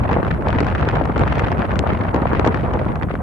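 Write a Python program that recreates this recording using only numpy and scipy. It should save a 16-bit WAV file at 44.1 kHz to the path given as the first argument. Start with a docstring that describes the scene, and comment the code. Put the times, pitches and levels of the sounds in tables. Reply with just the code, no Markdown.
"""A deep rumble under a lumpy roar: strong gusty wind on an open dune, over a handheld stereo microphone's ports.
Rumble, throb, roar and fizz are coloured noise whose levels follow the gusts and the lumps of small eddies.
Larger eddies slap a port with a short thud of falling pitch, a sine mixed with a puff of roar.
Brief snaps of turbulence at the ports tick on top as ragged noise bursts.
Faint high-treble microphone hiss lies beneath it all."""
import sys
import numpy as np
from scipy import signal
from scipy.fft import rfft, irfft, next_fast_len
from scipy.io import wavfile
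from scipy.ndimage import map_coordinates

SR = 44100
rng = np.random.default_rng(int(sys.argv[2]) if len(sys.argv) > 2 else 0)


def put_to_file(sound):
    """Save the sound as 16-bit audio at rate SR, in the file named by the first command-line argument."""
    columns = np.atleast_2d(sound).T  # one column per channel
    safe = np.clip(columns, -1, 1)
    whole_steps = np.round(safe * 32767)
    wavfile.write(sys.argv[1], SR, whole_steps.astype(np.int16))


N = 142002
HALVES = np.array([[.5], [-.5]])  # splits a left-over-right difference between the ports


def amp(db):
    """dB to gain."""
    return 10 ** (np.asarray(db) / 20)


def unit(x):
    """Scaled to rms 1."""
    return x / np.sqrt(np.mean(x ** 2) + 1e-20)


def along(points, hz):
    """Interpolates (frequency_hz, value) points on a log-frequency axis."""
    point_hz, values = np.transpose(points)
    return np.interp(np.log(hz + 1), np.log(point_hz + 1), values)


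def curves(rows):
    """One value per sample for each column after the time."""
    time_s, *columns = np.transpose(rows)
    return [np.interp(np.arange(N) / SR, time_s, column) for column in columns]


def wobble(knots_per_s):
    """Smooth random curve with its extremes rounded off."""
    knots = rng.standard_normal(4000)
    curve = map_coordinates(knots, [np.arange(N) * knots_per_s / SR])
    return 2.69 * np.tanh(curve / 2.66)


def port_wobble(scale_db, knots_per_s):
    """Level wobble in dB: one part shared by the ports, a larger part separate in each."""
    separate = np.array([wobble(knots_per_s), wobble(knots_per_s)])
    return scale_db * (wobble(knots_per_s) + 2.01 * separate)


def filtered(x, response):
    """x times a complex response of frequency in Hz."""
    size = next_fast_len(N + SR // 2)
    return irfft(rfft(x, size) * response(np.fft.rfftfreq(size, 1 / SR)), size)[..., :N]


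def add(out, start_s, level_db, pan_db, sound):
    """Adds a sound at its start, with pan_db of left over right split between the ports."""
    i = max(round(start_s * SR), 0)
    n = min(sound.shape[-1], N - i)
    out[:, i:i + n] += (amp(level_db + HALVES * pan_db) * sound)[:, :n]


# hiss colour in the sum and difference of the ports: frequency_hz, relative_db
HISS_SUM = [(4000, -36), (6000, -7), (8000, -3), (9500, 0.5), (10200, -32), (10700, 1), (11300, 2.5),
            (12000, -1), (14000, -11.5)]
HISS_DIFFERENCE = [(4000, -26), (6000, -16), (8000, -5), (9000, -5), (9800, -1), (10500, 11), (11200, -1),
                   (11800, -28), (12600, -32), (14000, -50)]
# phase of the difference against the sum: frequency_hz, phase_rad
HISS_PHASE = [(9000, 1.5), (10500, 1.6), (11500, 2.5), (12200, 3)]
HISS_SUM_DB = -68  # rms of the sum part, before the treble roll-off


def hiss():
    """Microphone hiss: one noise reaches sum and difference of the ports with its own colour and phase."""
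    def response(hz):
        to_sum = amp(along(HISS_SUM, hz)) + 0j
        to_difference = amp(along(HISS_DIFFERENCE, hz)) * np.exp(1j * along(HISS_PHASE, hz))
        return np.array([to_sum, to_difference])

    mid, side = filtered(rng.standard_normal(N), response)
    return amp(HISS_SUM_DB) * np.array([mid + side, mid - side]) / np.std(mid)


FLURRY_DB, FLURRY_WIDTH_S, FLURRY_LAG_S = 3, 0.0037, 0.0044  # lift is scaled again in each layer


def flurries():
    """The air roughens around each loud tick: a smooth, saturating lift in dB."""
    marks = np.bincount([round((start_s + FLURRY_LAG_S) * SR) for start_s, *_ in TICKS], minlength=N)[:N]
    t = np.arange(-SR // 30, SR // 30 + 1) / SR
    bell = np.exp(-.5 * (t / FLURRY_WIDTH_S) ** 2)
    return FLURRY_DB * np.tanh(signal.fftconvolve(marks, bell, "same"))


# loudest ticks, centred 1 ms after start_s:
# start_s, peak_db, left_over_right_db, slope_db_per_octave, decay_ms (floor 0.1)
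TICKS = [(0.0915, -11.5, -4, -27, 0.52), (0.1132, -14.5, 17, -21, 0.72), (0.1294, -15, 1, -12.5, 0.57),
         (0.2288, -18.5, 20, -21, 0.95), (0.2483, -16, -2, -18, 1.2), (0.278, -21, -10, -22, 2.2),
         (0.3105, -15.5, -5, -19.5, 1.8), (0.4225, -20, -1, -21, 1), (0.4664, -26, 15, -30, 0.58),
         (0.4849, -10, 4, -15.5, 0.3), (0.5036, -19.5, 21, -16, 0.66), (0.528, -16, 10, -20, 0.78),
         (0.585, -12.5, 7, -22, 0.68), (0.604, -17, 15, -14, 1.3), (0.6447, -16, 6, -12.5, 1.02),
         (0.6663, -25, 24, -13.5, 1.2), (0.684, -17, -3, -17, 0.62), (0.7005, -16, 5, -14.5, 0.78),
         (0.7498, -10, 6, -16.5, 0.66), (0.7806, -30, -13, -14, 0.8), (0.8271, -10.5, 2.5, -28, 0.75),
         (0.8873, -9.5, -2, -14, 2.5), (0.954, -19, 5, -14, 1.3), (0.969, -29, 5, -16, 0.36),
         (1.054, -20, 3, -10.5, 0.51), (1.16, -12.5, 11.5, -26, 1.1), (1.1786, -19, 12.5, -12.5, 0.63),
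         (1.1934, -15.5, -3, -12.5, 0.76), (1.2133, -18, 10, -16, 1), (1.235, -17, 19, -24, 1.1),
         (1.276, -14, 1, -16.5, 3.4), (1.3243, -11.5, 3, -18.5, 2.1), (1.3538, -14, 4, -16.5, 1.3),
         (1.3906, -20, 4, -13.5, 1.1), (1.394, -13.5, 8, -14, 0.4), (1.447, -11.5, -3, -17.5, 0.34),
         (1.469, -18, 9, -18, 2), (1.483, -16, 7.5, -16, 0.97), (1.517, -26, 25, -15.5, 0.63),
         (1.581, -15.5, -6, -21, 0.74), (1.5925, -15, 13, -23, 0.47), (1.61, -28, 0, -26, 1.1),
         (1.707, -15.5, 0.5, -23, 1.3), (1.7157, -15.5, 3, -20, 1.2), (1.736, -29, -4.5, -12, 0.9),
         (1.7561, -15.5, 7, -14, 1.4), (1.7911, -6.5, 4, -13, 0.063), (1.8268, -26, 15, -24, 1.3),
         (1.8724, -20, 22, -18, 0.91), (1.9023, -16, 5, -27, 1.5), (1.9332, -26, -28.5, -17.5, 0.85),
         (1.9905, -28, 3.0, -13, 1.1), (2.033, -33, 2.0, -12, 1.1), (2.082, -16.5, 4, -25, 1.8),
         (2.144, -25.5, 25.5, -12, 0.67), (2.161, -20, 12, -18, 0.99), (2.219, -22, 15, -19, 0.79),
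         (2.2927, -28, -0.5, -15, 0.76), (2.3315, -19, 21, -17.5, 1.4), (2.3499, -21, 22, -17, 0.39),
         (2.395, -18.5, 30, -17, 1.6), (2.4492, -13.5, 14.5, -16.5, 0.79), (2.462, -22, 24, -12, 1.1),
         (2.4744, -20, 27, -12, 1.07), (2.5438, -18, 24.5, -19.5, 1.1), (2.566, -24, -1, -12, 0.97),
         (2.6734, -32, 5.0, -17, 1.1), (2.7357, -22.5, 20, -14, 1.2), (2.7714, -37, 4.5, -19, 1.08),
         (2.792, -23, 3, -26, 0.88), (2.814, -30, 3, -21, 1.1), (2.8458, -21, 10, -23, 1.2),
         (2.885, -39, 0, -28, 1), (2.9188, -21, -3, -22, 0.91), (2.9557, -19, 2, -19, 2.6),
         (2.9766, -40, -10, -16, 1.1), (3.012, -25, -27, -31, 0.86), (3.0235, -16, -2, -21.5, 2.1),
         (3.031, -15.5, -1, -19, 1.1), (3.0862, -22.5, -8, -31, 4.3), (3.1103, -16, 7, -26, 1.8),
         (3.1532, -14.5, 5.5, -21.5, 0.73)]
TICK_TOP_HZ, SPIKE = 8530, 3  # SPIKE: clean centre spike over the ragged noise
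SMALL_PER_S, SMALL_SLOPE_DB_PER_OCTAVE, SMALL_DECAY_MS = 280, -22, 0.23
SMALL_DB, SMALL_SPREAD_DB = 8, 6.5  # level offset from the gusts' fizz_db; spread of sizes
SMALL_CAP = .07  # limits the largest small tick
SMALL_CLUMPS = 2.05  # small-tick dB per dB of flurry lift


def small_ticks():
    """Smaller snaps of turbulence at random times, stronger in the flurries; columns as in TICKS."""
    fizz_db = curves(GUSTS)[2] + SMALL_CLUMPS * flurries()
    rows = []
    for when, size, pan in rng.uniform(size=(SMALL_PER_S * N // SR, 3)):
        peak_db = fizz_db[int(when * N)] + SMALL_DB - SMALL_SPREAD_DB * np.log(SMALL_CAP + size)
        pan_db = 4 + 22 * (pan - .5)
        rows.append((when * N / SR, peak_db, pan_db, SMALL_SLOPE_DB_PER_OCTAVE, SMALL_DECAY_MS))
    return rows


def ticks():
    """Brief snaps of turbulence at the ports: ragged noise bursts, each with its own treble slope."""
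    out, size = np.zeros((2, N)), 512
    t, hz = np.arange(size) / SR - .003, np.fft.rfftfreq(size, 1 / SR)
    octaves = np.log2(np.maximum(hz, 1500) / 2500)
    band = 1 / (1 + (500 / (hz + 1)) ** 4) / (1 + (hz / TICK_TOP_HZ) ** 30)
    spike = SPIKE * (np.abs(t) < .5 / SR)
    rows = list(TICKS) + small_ticks()
    noises = rng.standard_normal((len(rows), 3, size))
    for (start_s, peak_db, pan_db, slope_db, decay_ms), noise in zip(rows, noises):
        u = 1000 * t / max(decay_ms, .1)
        envelope = np.exp(-np.abs(u) * np.where(u < 0, 1.3, 1))
        burst = (noise[0] + 1.27 * noise[1:] + spike) * envelope  # shared noise plus one per port
        colour = amp(slope_db * octaves) * band
        tick = irfft(rfft(burst) * colour, size) * np.hanning(size) ** .5
        add(out, start_s - .002, peak_db, pan_db, tick / np.abs(tick).max(1, keepdims=True))
    return out


# eddy slaps: start_s, level_db (before SLAP_DB and envelope), left_over_right_db,
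# pitch_hz (reference for the fall), length_cycles (of pitch_hz)
SLAPS = [(0.111, -12, -5, 940, 4.3), (0.119, -10, -0.5, 250, 2), (0.162, -3, 1, 280, 1.7),
         (0.1696, 2, 6, 640, 1.48), (0.228, -6, 0.5, 360, 2.2), (0.257, -11, 1, 550, 1.9),
         (0.47, -4.5, 4, 678, 2.14), (0.527, -14.5, -4, 250, 1.7), (0.553, -10.5, 3, 328, 1.9),
         (0.603, -7, -1, 251, 2.05), (0.611, -2.5, 2, 336, 1.34), (0.66, -14, -4, 297, 1.24),
         (0.847, -8, 6, 409, 1.1), (0.874, -5, -1, 376, 1.56), (0.968, -14.5, 7, 460, 1.7),
         (1.01, -5, 11, 653, 3.05), (1.092, -11, 5, 273, 3), (1.162, -5.5, 0, 358, 2.2),
         (1.196, -5, 3, 253, 1.94), (1.234, -4.5, 5, 392, 1.8), (1.322, -9, 10, 680, 2.1),
         (1.375, -7.5, -3, 520, 2.5), (1.418, -10.5, -8, 510, 2.1), (1.5168, -7, -3, 480, 1.66),
         (1.643, -9.5, 7, 600, 1.86), (1.792, -9, 2, 377, 4.7), (1.837, -5, 0, 550, 2.96),
         (1.864, -5.5, 7, 720, 3.6), (1.899, -8.5, 6, 600, 2.2), (2.081, -13, 6, 550, 1.33),
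         (2.144, -1, 1, 312, 1.83), (2.161, -3.5, 4, 354, 1.7), (2.219, -3.5, -2, 266, 1.44),
         (2.254, -2, 2, 700, 3.1), (2.315, -7, -2, 1050, 3.6), (2.331, 0, 1.0, 357, 1.4),
         (2.394, 0, 1, 336, 1.93), (2.445, -2.5, -6, 623, 1.16), (2.463, -2, 1.5, 426, 1.93),
         (2.4756, 0, 1, 260, 1.73), (2.542, -11, -1, 368, 2), (2.753, -8.5, 1, 800, 2.3),
         (2.77, -9.5, 1, 323, 2.2), (2.814, -7.5, -9, 564, 1.86), (2.86, -5.5, 1, 263, 2),
         (2.902, -12, 0.5, 477, 1.96), (3.104, -9.5, 1, 530, 1.9), (3.139, -7, 2.0, 404, 1.55)]
SLAP_START, SLAP_END = 2.14, 0.55  # pitch over pitch_hz: at the start, and where the fall tends
SLAP_ROUGH, SLAP_DB = 0.29, 0.5  # puff gain against the sine; level trim


def slaps():
    """A passing eddy: a short swell of sine whose pitch falls, mixed with a puff of roar."""
    out, t = np.zeros((2, N)), np.arange(SR // 30) / SR
    puffs = unit(filtered(rng.standard_normal((3, N)), lambda hz: amp(along(ROAR, hz))))
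    puffs = puffs[0] + .5 * puffs[1:]  # shared noise plus one per port
    draws = rng.uniform(size=(len(SLAPS), 2))
    for (start_s, level_db, pan_db, pitch_hz, length_cycles), (flip, place) in zip(SLAPS, draws):
        u = t * pitch_hz / length_cycles
        fall = (SLAP_START - SLAP_END) * .5 * (1 - np.exp(-2 * u))
        cycles = length_cycles * (SLAP_END * u + fall)
        port_phase = np.array([[0], [0.45 * (place - .5)]])
        phase = 2 * np.pi * (cycles + .5 * np.round(flip) + port_phase)  # random polarity
        first = int(place * (N - len(t)))
        puff = puffs[:, first:first + len(t)]
        envelope = 4 * u ** 2 * np.exp(-.6 * u - 2.23 * u ** 2)
        add(out, start_s, level_db + SLAP_DB, pan_db, envelope * (np.sin(phase) + SLAP_ROUGH * puff))
    return out


# similarity of the ports: frequency_hz, likeness (0 unrelated, 1 same)
LIKENESS = [(60, 0.73), (350, 0.76), (500, 0.8), (1000, 0.16), (1500, 0.055), (3000, 0.18)]
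# level balance: frequency_hz, left_over_right_db
LEAN = [(100, 0.5), (400, 0.4), (1000, 0.2), (3000, 1)]
# phase between the ports: frequency_hz, left_lead_rad
LEFT_LEAD = [(200, 0.46), (430, -0.87), (1000, -0.48), (1460, -2.17), (2150, 0.35), (3100, -0.29)]


def ports(pair, spectrum):
    """Colours two unrelated signals and mixes them to the ports' likeness, lean and phase, rms 1."""
    def to_sum_and_difference(hz):
        angle = np.arccos(np.clip(along(LIKENESS, hz), -1, 1)) / 2
        return amp(along(spectrum, hz)) * [np.cos(angle), np.sin(angle)]

    def to_ports(hz):
        return amp(HALVES * along(LEAN, hz)) * np.exp(1j * HALVES * along(LEFT_LEAD, hz))

    mid, side = filtered(pair, to_sum_and_difference)
    return unit(filtered(np.array([mid + side, mid - side]), to_ports))


# gust levels before the layer trims: time_s, roar_db, rumble_db, fizz_db
GUSTS = [(0.0, -25.5, -17, -45), (0.09, -26, -24, -43.5), (0.12, -22.5, -20, -40.5), (0.21, -27, -22, -47),
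         (0.31, -30.5, -20, -39), (0.42, -28.5, -22, -51.5), (0.52, -24, -21, -40),
         (0.64, -27.5, -20.5, -41.5), (0.69, -27, -20, -44.5), (0.78, -27.5, -20, -38),
         (1.0, -26, -21, -43), (1.13, -27.5, -24.5, -47.5), (1.21, -24, -16.5, -41.5),
         (1.35, -29, -23.5, -39.5), (1.52, -24, -19, -42), (1.56, -27.5, -25, -47), (1.6, -28.5, -13, -50),
         (1.62, -23.5, -28.5, -37), (1.68, -28.5, -22.5, -44), (1.73, -25.5, -22.5, -46),
         (1.8, -34, -15, -52), (1.85, -23.5, -29, -47), (1.89, -28, -18, -42), (2.04, -26, -25, -45),
         (2.09, -25.5, -21, -41), (2.12, -30, -29, -57), (2.15, -24.5, -22, -50.5),
         (2.3, -27.5, -22, -41.5), (2.48, -25.5, -22, -44), (2.58, -28.5, -20.5, -40.5),
         (2.64, -28.5, -18.5, -46.5), (2.69, -24, -25.5, -49.5), (2.74, -27.5, -21.5, -46),
         (2.99, -30, -21.5, -52), (3.08, -35, -21.5, -57), (3.1, -43.5, -25, -45), (3.22, -28, -21.5, -62)]
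# layer colours: frequency_hz, relative_db
RUMBLE = [(20, -44), (32, -19), (45, -4.5), (62, 1.5), (90, 0.5), (140, -2), (250, -11.5), (450, -24.5),
          (700, -74)]
THROB = [(100, -63), (170, 0), (280, -2.5), (450, -6), (700, -10), (1100, -39), (2000, -120)]
ROAR = [(200, -73), (400, -2.5), (650, 1), (900, 1.5), (1300, -5), (2000, -18), (3000, -44), (5000, -62),
        (8000, -86), (10000, -120)]
FIZZ = [(1000, -3), (1800, 7.5), (2500, 2.5), (3500, -9), (5000, -21), (7000, -36.5), (9300, -64),
        (10000, -86), (12000, -120)]


def turbulence():
    """Wind noise in four bands: small eddies come in lumps, which swing the fizz hardest."""
    roar_db, rumble_db, fizz_db = curves(GUSTS)
    throb_db = 0.58 * roar_db + 0.35 * rumble_db - 3
    lumps_db = wobble(35) + 2.6 * wobble(80) + 3 * wobble(220)
    rough_db = flurries()

    def layer(swing_db, spectrum):
        return ports(amp(swing_db) * rng.standard_normal((2, N)), spectrum)

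    rumble = layer(0.31 * lumps_db, RUMBLE)
    throb = layer(.7 * lumps_db + port_wobble(1.5, 60), THROB)
    roar = layer(0.4 * rough_db + 0.6 * lumps_db + port_wobble(1.5, 90), ROAR)
    fizz = layer(1.6 * rough_db + 1.2 * lumps_db + port_wobble(2.8, 300), FIZZ)
    low = amp(rumble_db + 0.83) * rumble + amp(throb_db) * throb
    return low + amp(roar_db) * roar + amp(fizz_db + 6.5) * fizz


def scene():
    """Wind on the ports with its slaps and ticks."""
    return turbulence() + slaps() + ticks()


LIMIT = 1.05  # amplitude the rounded peaks approach
PORT_HZ, TOP_HZ = 12100, 15700  # steep treble roll-off; band limit


def record(dry):
    """The microphone rounds off the highest peaks, adds hiss, loses top treble and stops at its band limit."""
    held = dry / (1 + np.abs(dry / LIMIT) ** 4) ** .25
    return filtered(held + hiss(), lambda hz: (hz < TOP_HZ) / (1 + (hz / PORT_HZ) ** 40))


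dry = scene()
out = record(dry)
put_to_file(out)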